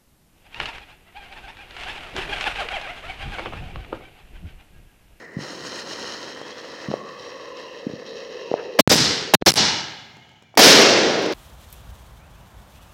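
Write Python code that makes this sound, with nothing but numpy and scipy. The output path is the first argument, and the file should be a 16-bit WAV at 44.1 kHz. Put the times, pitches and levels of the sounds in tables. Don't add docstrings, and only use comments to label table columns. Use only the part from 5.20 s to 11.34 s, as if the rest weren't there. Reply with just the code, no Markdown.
import sys
import numpy as np
from scipy import signal
from scipy.fft import rfft, irfft, next_fast_len
from scipy.io import wavfile

SR = 44100
rng = np.random.default_rng(int(sys.argv[2]) if len(sys.argv) > 2 else 0)


def wav_out(sig):
    wavfile.write(sys.argv[1], SR, np.round(np.clip(np.atleast_2d(sig).T, -1, 1) * 32767).astype(np.int16))


N = 270628
TIME_S = np.arange(N) / SR
FFT_SIZE = next_fast_len(N)
FREQ_HZ = np.maximum(np.arange(FFT_SIZE // 2 + 1) * SR / FFT_SIZE, 1)

# time in seconds, pitch in Hz.
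BOOM_PITCH = [(1, 487.4), (2.1, 519.7), (3, 476), (4.1, 448.8)]
# centre in Hz, width in Hz, gain in dB.
FRESH_MODES = [(980, 180, 4), (1870, 170, 7), (2220, 110, -8), (2980, 500, 6.5), (3460, 200, -12),
               (4120, 180, 6), (4850, 220, -3), (5380, 690, 6), (6000, 160, -11), (6480, 800, 7.5),
               (8500, 400, -4), (9200, 700, 4.5), (10600, 560, 8), (11400, 600, -1)]
DEEP_MODES = [(1030, 220, 4.5), (1487, 290, -9), (1840, 440, 6.5), (2350, 250, -8), (2616, 280, 11),
              (3110, 410, 8.5), (3450, 160, -12), (3960, 320, 6), (5060, 180, 1), (5630, 520, 7),
              (5950, 210, -9.5), (6700, 920, 2.5), (9200, 700, 2), (10700, 600, 5.5)]
STUB_MODES = [(813, 244, 10.5), (1140, 170, -4), (1300, 110, 5.5), (1630, 120, 8), (2120, 200, 2),
              (2600, 200, -7), (2922, 79, 11.5), (3450, 120, 7.5), (4160, 230, 5.5)]
# frequency in Hz, relative level in dB.
EMBER_SPECTRUM = [(30, -1), (90, 8.5), (220, -6), (500, -15), (1200, -19), (2800, -15), (4200, -26),
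                  (7000, -28), (8200, -43), (16000, -44)]
FLUTTER_SPECTRUM = [(25, -6.5), (60, 14.5), (110, 0), (200, 0.5), (320, 7), (500, -1.5), (800, -13),
                    (2000, -35.5)]
ROAR_SPECTRUM = [(200, -9), (500, 4), (800, -6), (1400, -3), (2000, -6), (2500, -13), (4000, -52)]
HISS_SPECTRUM = [(1500, -26), (2400, -4.5), (4200, 3), (5600, -1.5), (6700, -9.5), (7300, -25.5),
                 (9000, -37)]
SIZZLE_SPECTRUM = [(5000, -23.5), (7200, 4.5), (9000, -2), (10500, -13), (13000, -16.5), (16000, -18)]
RUSH_1_SPECTRUM = [(18, -63), (30, -40.5), (81, 13), (145, -6.5), (303, -2), (394, -9.5), (461, -12.5),
                   (512, -11.5), (1100, -14.5), (1720, -10.5), (2480, -13), (3770, -6.5), (5170, -1.5),
                   (14000, -32), (16000, -60)]
RUSH_2_SPECTRUM = [(18, -70.5), (30, -39.5), (59, -17.5), (160, 2), (449, -8), (721, -14), (889, -8.5),
                   (1100, -12), (1630, -11), (2540, -9), (2900, -8.5), (4190, -3.5), (5450, 0.5),
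                   (11700, -30.5), (16000, -52)]
SHELL_SPECTRUM = [(30, -11), (100, -14), (200, -9), (300, -4), (460, -1.5), (650, -5), (850, -10),
                  (1200, -11), (1700, -7), (2500, -8.5), (4200, -6), (5700, -5), (8500, -25), (11000, -38),
                  (16000, -44)]
CRACK_SPECTRUM = [(30, -16.5), (120, -6), (350, 4), (750, 0.5), (1200, -12.5), (1900, -8), (3500, -9.5),
                  (5500, -10.5), (8000, -25.5), (16000, -20)]
# frequency in Hz, T60 in seconds.
RUSH_T60 = [(70, 0.54), (250, 0.71), (900, 0.91), (2500, .95), (5000, 0.69), (10000, 0.43)]
SHELL_T60 = [(70, 2.5), (450, 2.72), (1200, 1.91), (3000, 1.57), (5500, 1.254), (8500, 1.02), (13000, 0.64)]
# time in seconds, level in dB.
GAS_FLOW = [(0.02, -57), (0.09, -61), (0.18, -56), (0.21, -39.5), (0.42, -39.5), (0.47, -28.5),
            (0.49, -38.5), (0.6, -33.5), (0.64, -44.5), (0.69, -35), (0.87, -35.5), (1.22, -48.5),
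            (1.76, -46), (1.83, -51.5), (2.04, -45), (2.36, -47.5), (2.37, -43.5), (2.68, -49.5),
            (2.7, -44.5), (2.85, -49.5), (2.88, -42.5), (3.07, -44), (3.21, -43.5), (3.54, -48)]
# level at full flow in dB, dB per dB of flow, drift in dB per second.
FLUTTER_LAW = (-39, 0.33, -2.34)
ROAR_LAW = (-35, 0.59, -1.14)
HISS_LAW = (-36.5, 1, -0.13)
SIZZLE_LAW = (-49.5, 0.82, -5.5)
# crest in seconds, half-length in seconds, pitch in Hz,
# glide in Hz per second, width in Hz, level in dB.
JET_NOTES = [(.04, 0.48, 1900, -6, 260, -45.5), (1.2, .45, 3180, 690, 260, -50),
             (1.83, 0.33, 1118, 101.5, 130, -42.5), (2.29, 0.5, 1055, -170, 132, -45),
             (2.46, 0.31, 2810, 301, 250, -51), (2.905, 0.076, 3980, -1, 450, -47),
             (3.35, .45, 2717, -220, 260, -48.5), (3.4, .45, 944, -350, 130, -48.5),
             (3.394, 0.036, 1570, 0, 700, -40), (4.9, 0.55, 2110, 300, 50.5, -60),
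             (5.1, 0.25, 3110, -300, 200, -62), (5.3, 0.16, 2330, -1200, 50.3, -62)]
# start in seconds, relative level in dB.
SPARK_TICKS = [(1.214, -31), (4.969, -40), (5.092, -42), (5.117, -48), (5.224, -38), (5.234, -49.5),
               (5.353, -38), (5.960, -33), (6.025, -24), (6.062, -23), (6.125, -23)]
# start in seconds, envelope peak in dB, pitch in Hz, cycles to the crest.
SHORT_POPS = [(0.167, -13.5, 157, 0.3), (0.189, -14.5, 170, 0.13), (1.2149, -21, 800, 0.27),
              (1.6851, -11.5, 152, 0.16), (1.7, -19, 200, 0.48), (1.715, -9.5, 396, 0.11),
              (1.739, -8.5, 533, 0.46), (2.667, -12.5, 246, 0.38), (2.698, -19, 300, 0.2),
              (2.735, -19, 170, 0.18), (3.3148, -8.5, 437, 0.37), (3.3398, -4, 573, 0.44),
              (3.755, -6, 196.5, 0.59), (3.81, -14.5, 147, 0.85), (4.223, 2.5, 300, 0.07),
              (5.342, -32, 750, 0.44), (5.361, -36, 300, 0.71), (5.943, -18, 520, 0.28),
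              (6.043, -19, 480, 0.45)]
# crest, rise and fall in seconds, pressure in full scales (suction < 0).
PRESSURE_SWINGS = [(3.675, .084, .001, -12), (3.6762, .001, .026, 4.5), (3.765, .035, .018, -.75),
                   (4.168, .024, .06, -5), (4.243, .025, .03, 2.6), (4.317, .033, .092, -1.35),
                   (5.405, .008, .02, -.6)]
# start in seconds, level in dB, rise and swell time in seconds,
# T60 factor, share of stub resonance.
POWDER_RUSHES = [(3.688, -2, .004, 0.22, 1.03, 0.13), (4.251, 0.5, 0.0038, 0.21, 0.98, 0.6)]
# start in seconds, level in dB, then rise, length and T60 in seconds.
DETONATIONS = [(3.588, -2.5, 0.0064, 0.019, 0.017), (3.713, -10.5, 0.0019, 0.01, 0.13),
               (4.137, -0.5, 0.0015, 0.013, 0.024), (4.261, -10, 0.0071, 0.022, 0.036),
               (5.373, -4, 0.0014, 0.0056, 0.05), (5.391, -1.5, 0.00048, 0.0031, 0.099)]


def undb(db):
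    return 10 ** (np.asarray(db) / 20)


def curve(rows):
    return np.interp(TIME_S, *np.transpose(rows))


def decay(age_s, t60_s):
    return undb(-60 * np.maximum(age_s, 0) / t60_s)


def swell(crest_s, rise_s, fall_s):
    age_s = TIME_S - crest_s
    position = np.where(age_s < 0, age_s / rise_s, age_s / fall_s)
    return np.cos(np.pi / 2 * np.clip(position, -1, 1)) ** 2


def burning(out_s=4.6, dying_s=0.22):
    return np.clip((out_s - TIME_S) / dying_s, 0, 1)


def noise():
    return rng.standard_normal(N)


def walk(rate_hz):
    hop = max(int(SR / rate_hz), 1)
    steps = noise()[:N // hop + 2]
    return np.interp(np.arange(N) / hop, np.arange(len(steps)), steps) * np.sqrt(3 / 2)


def grains(rate_hz, spread_db):
    clicks = (rng.random(N) < rate_hz / SR) * noise()
    clicks *= undb(spread_db * np.minimum(rng.exponential(size=N), 4))
    return clicks / clicks.std()


def breathy(hz, width_hz):
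    sway = signal.sosfilt(signal.butter(2, width_hz / 2, fs=SR, output="sos"), noise() + 1j * noise())
    note = np.real(sway * np.exp(2j * np.pi * np.cumsum(hz) / SR))
    return note / note.std()


def colour(x, spectrum, modes=(), share=1):
    hz, db = np.transpose(spectrum)
    db = np.interp(np.log(FREQ_HZ), np.log(hz), db)
    for centre_hz, width_hz, gain_db in modes:
        db += share * gain_db * .5 ** ((2 * (FREQ_HZ - centre_hz) / width_hz) ** 2)
    shaped = irfft(rfft(x, FFT_SIZE) * undb(db), FFT_SIZE)[:N]
    return shaped / shaped.std()


def fade(x, start_s, rise_s, band_t60):
    age_s = np.maximum(TIME_S - start_s, 0)
    spectrum = rfft(x, FFT_SIZE)
    hz, t60s = np.transpose(band_t60)
    out = 0
    for band, t60_s in zip(np.eye(len(hz)), t60s):
        weight = np.interp(np.log(FREQ_HZ), np.log(hz), band)
        out += irfft(spectrum * weight, FFT_SIZE)[:N] * decay(age_s, t60_s)
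    return out * np.minimum(age_s / rise_s, 1)


def night_air():
    return undb(-81) * colour(noise(), [(30, -17), (100, -0.5), (1000, -14), (16000, -30)])


def ember(crest_s=4.64, rise_s=0.25, level_db=-38.5, fade_db_per_s=22.5):
    age_s = TIME_S - crest_s
    envelope = np.clip(1 + age_s / rise_s, 0, 1) * undb(level_db - fade_db_per_s * np.maximum(age_s, 0))
    return colour(noise(), EMBER_SPECTRUM, STUB_MODES) * envelope


def tube_notes(boom_crest_s=3.78, swell_db_per_s=6, fade_db_per_s=12):
    age_s = TIME_S - boom_crest_s
    boom_db = -32.5 + np.minimum(swell_db_per_s * age_s, -fade_db_per_s * age_s)
    out = breathy(curve(BOOM_PITCH), width_hz=108) * undb(boom_db) * burning()
    for crest_s, half_s, hz, glide_hz_per_s, width_hz, db in JET_NOTES:
        note = breathy(hz + glide_hz_per_s * (TIME_S - crest_s), width_hz)
        out += note * undb(db) * swell(crest_s, half_s, half_s)
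    return out


def fizz(full_flow_db=-35, deepens_at_s=0.97, deepening_s=1):
    flow_db = curve(GAS_FLOW) - full_flow_db
    flutter_db, roar_db, hiss_db, sizzle_db = (
        db + follow * flow_db + drift_db_per_s * TIME_S
        for db, follow, drift_db_per_s in (FLUTTER_LAW, ROAR_LAW, HISS_LAW, SIZZLE_LAW))
    depth = np.clip((TIME_S - deepens_at_s) / deepening_s, 0, 1)
    sputter_db = 1.1 * walk(rate_hz=45) + .7 * walk(rate_hz=12)
    out = colour(noise(), FLUTTER_SPECTRUM) * undb(flutter_db)
    for spectrum, db in (ROAR_SPECTRUM, roar_db), (HISS_SPECTRUM, hiss_db), (SIZZLE_SPECTRUM, sizzle_db):
        gas = noise() + grains(rate_hz=2500, spread_db=4)
        fresh = np.sqrt(1 - depth) * colour(gas, spectrum, FRESH_MODES)
        deep = np.sqrt(depth) * colour(gas, spectrum, DEEP_MODES)
        out += (fresh + deep) * undb(db + sputter_db)
    return out * burning()


def sparks(tau_s=0.002):
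    envelope = sum(undb(db) * (TIME_S >= start_s) * np.exp(-np.abs(TIME_S - start_s) / tau_s)
                   for start_s, db in SPARK_TICKS)
    snap = colour(noise(), [(300, 20), (1500, 8), (5500, 4), (7500, -3), (15000, -27)])
    return undb(-1.5) * envelope * snap


def pops(echo_db=-11.5, echo_delay_s=.012):
    out = np.zeros(N)
    age_s = TIME_S[:SR // 10]
    for start_s, db, hz, cycles in SHORT_POPS:
        progress = age_s * hz / cycles
        pop = undb(db) * progress * np.exp(1 - progress) * np.sin(2 * np.pi * hz * age_s)
        i = int(start_s * SR)
        out[i:i + len(pop)] += pop[:N - i]
    tail = (noise() * decay(TIME_S, t60_s=1.1) * (TIME_S > echo_delay_s))[:SR]
    return out + undb(echo_db) * signal.fftconvolve(out, tail / np.linalg.norm(tail))[:N]


def blast_wind():
    pressure = sum(peak * swell(*timing_s) for *timing_s, peak in PRESSURE_SWINGS)
    return pressure * undb(1.6 * walk(rate_hz=330))


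def rushes(swell_db=9):
    out = 0
    for row, spectrum in zip(POWDER_RUSHES, (RUSH_1_SPECTRUM, RUSH_2_SPECTRUM)):
        start_s, db, rise_s, swell_s, stretch, share = row
        flare = colour(noise() + .5 * grains(rate_hz=3000, spread_db=1.5), spectrum, STUB_MODES, share)
        rumble = undb(-4.5) * colour(noise(), [(20, -13), (50, 3.5), (110, -8), (200, -17), (600, -53)])
        unlit = np.clip(1 - (TIME_S - start_s) / swell_s, 0, 1)
        band_t60 = [(hz, stretch * t60_s) for hz, t60_s in RUSH_T60]
        out += undb(db - swell_db * unlit) * fade(flare + rumble, start_s, rise_s, band_t60)
    return out


def shell(start_s=5.374, rise_s=0.073, stars_db=-0.48, sizzle_db=-48):
    stars = colour(noise() + 0.14 * grains(rate_hz=900, spread_db=-1), SHELL_SPECTRUM)
    sizzle = colour(grains(rate_hz=1500, spread_db=2),
                    [(3000, -20), (7000, 3), (10000, -3), (16000, -13)])
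    sizzle *= (TIME_S > start_s) * decay(TIME_S - start_s, t60_s=3.3)
    return undb(stars_db) * fade(stars, start_s, rise_s, SHELL_T60) + undb(sizzle_db) * sizzle


def bangs(bark_db=0.5, bark_t60_s=0.018):
    crack_gain, bark_gain = 0, 0
    for start_s, db, rise_s, length_s, t60_s in DETONATIONS:
        age_s = TIME_S - start_s
        onset = undb(db) * np.clip(age_s / rise_s, 0, 1)
        crack_gain += onset * decay(age_s - length_s, t60_s)
        bark_gain += onset * decay(age_s - rise_s, bark_t60_s)
    crack = colour(noise(), CRACK_SPECTRUM)
    bark = colour(noise(), [(250, -22.5), (600, 0.5), (1700, -5.5), (3200, -23.5), (8000, -41.5)])
    return crack_gain * crack + undb(bark_db) * bark_gain * bark


def scene():
    powder = (rushes() + shell()) * undb(.5 * walk(rate_hz=80))
    night = night_air()
    sputtering = fizz() + tube_notes() + pops() + sparks()
    return (night + sputtering + powder + bangs() + ember() + blast_wind())[None]


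def record(dry):
    stop, leak_hz, port_hz, top_hz = 0.65, 135, 4080, 16000
    swing = dry / (1 + (dry / stop) ** 8) ** (1 / 8)
    swing = signal.sosfilt(signal.butter(3, leak_hz, "high", fs=SR, output="sos"), swing)
    port = signal.lfilter(*signal.iirpeak(port_hz, Q=30, fs=SR), swing)
    clipped = np.clip(swing - 2 * port, -1, 1)
    return signal.sosfilt(signal.ellip(8, .2, 70, top_hz, fs=SR, output="sos"), clipped)


dry = scene()
out = record(dry)
wav_out(out)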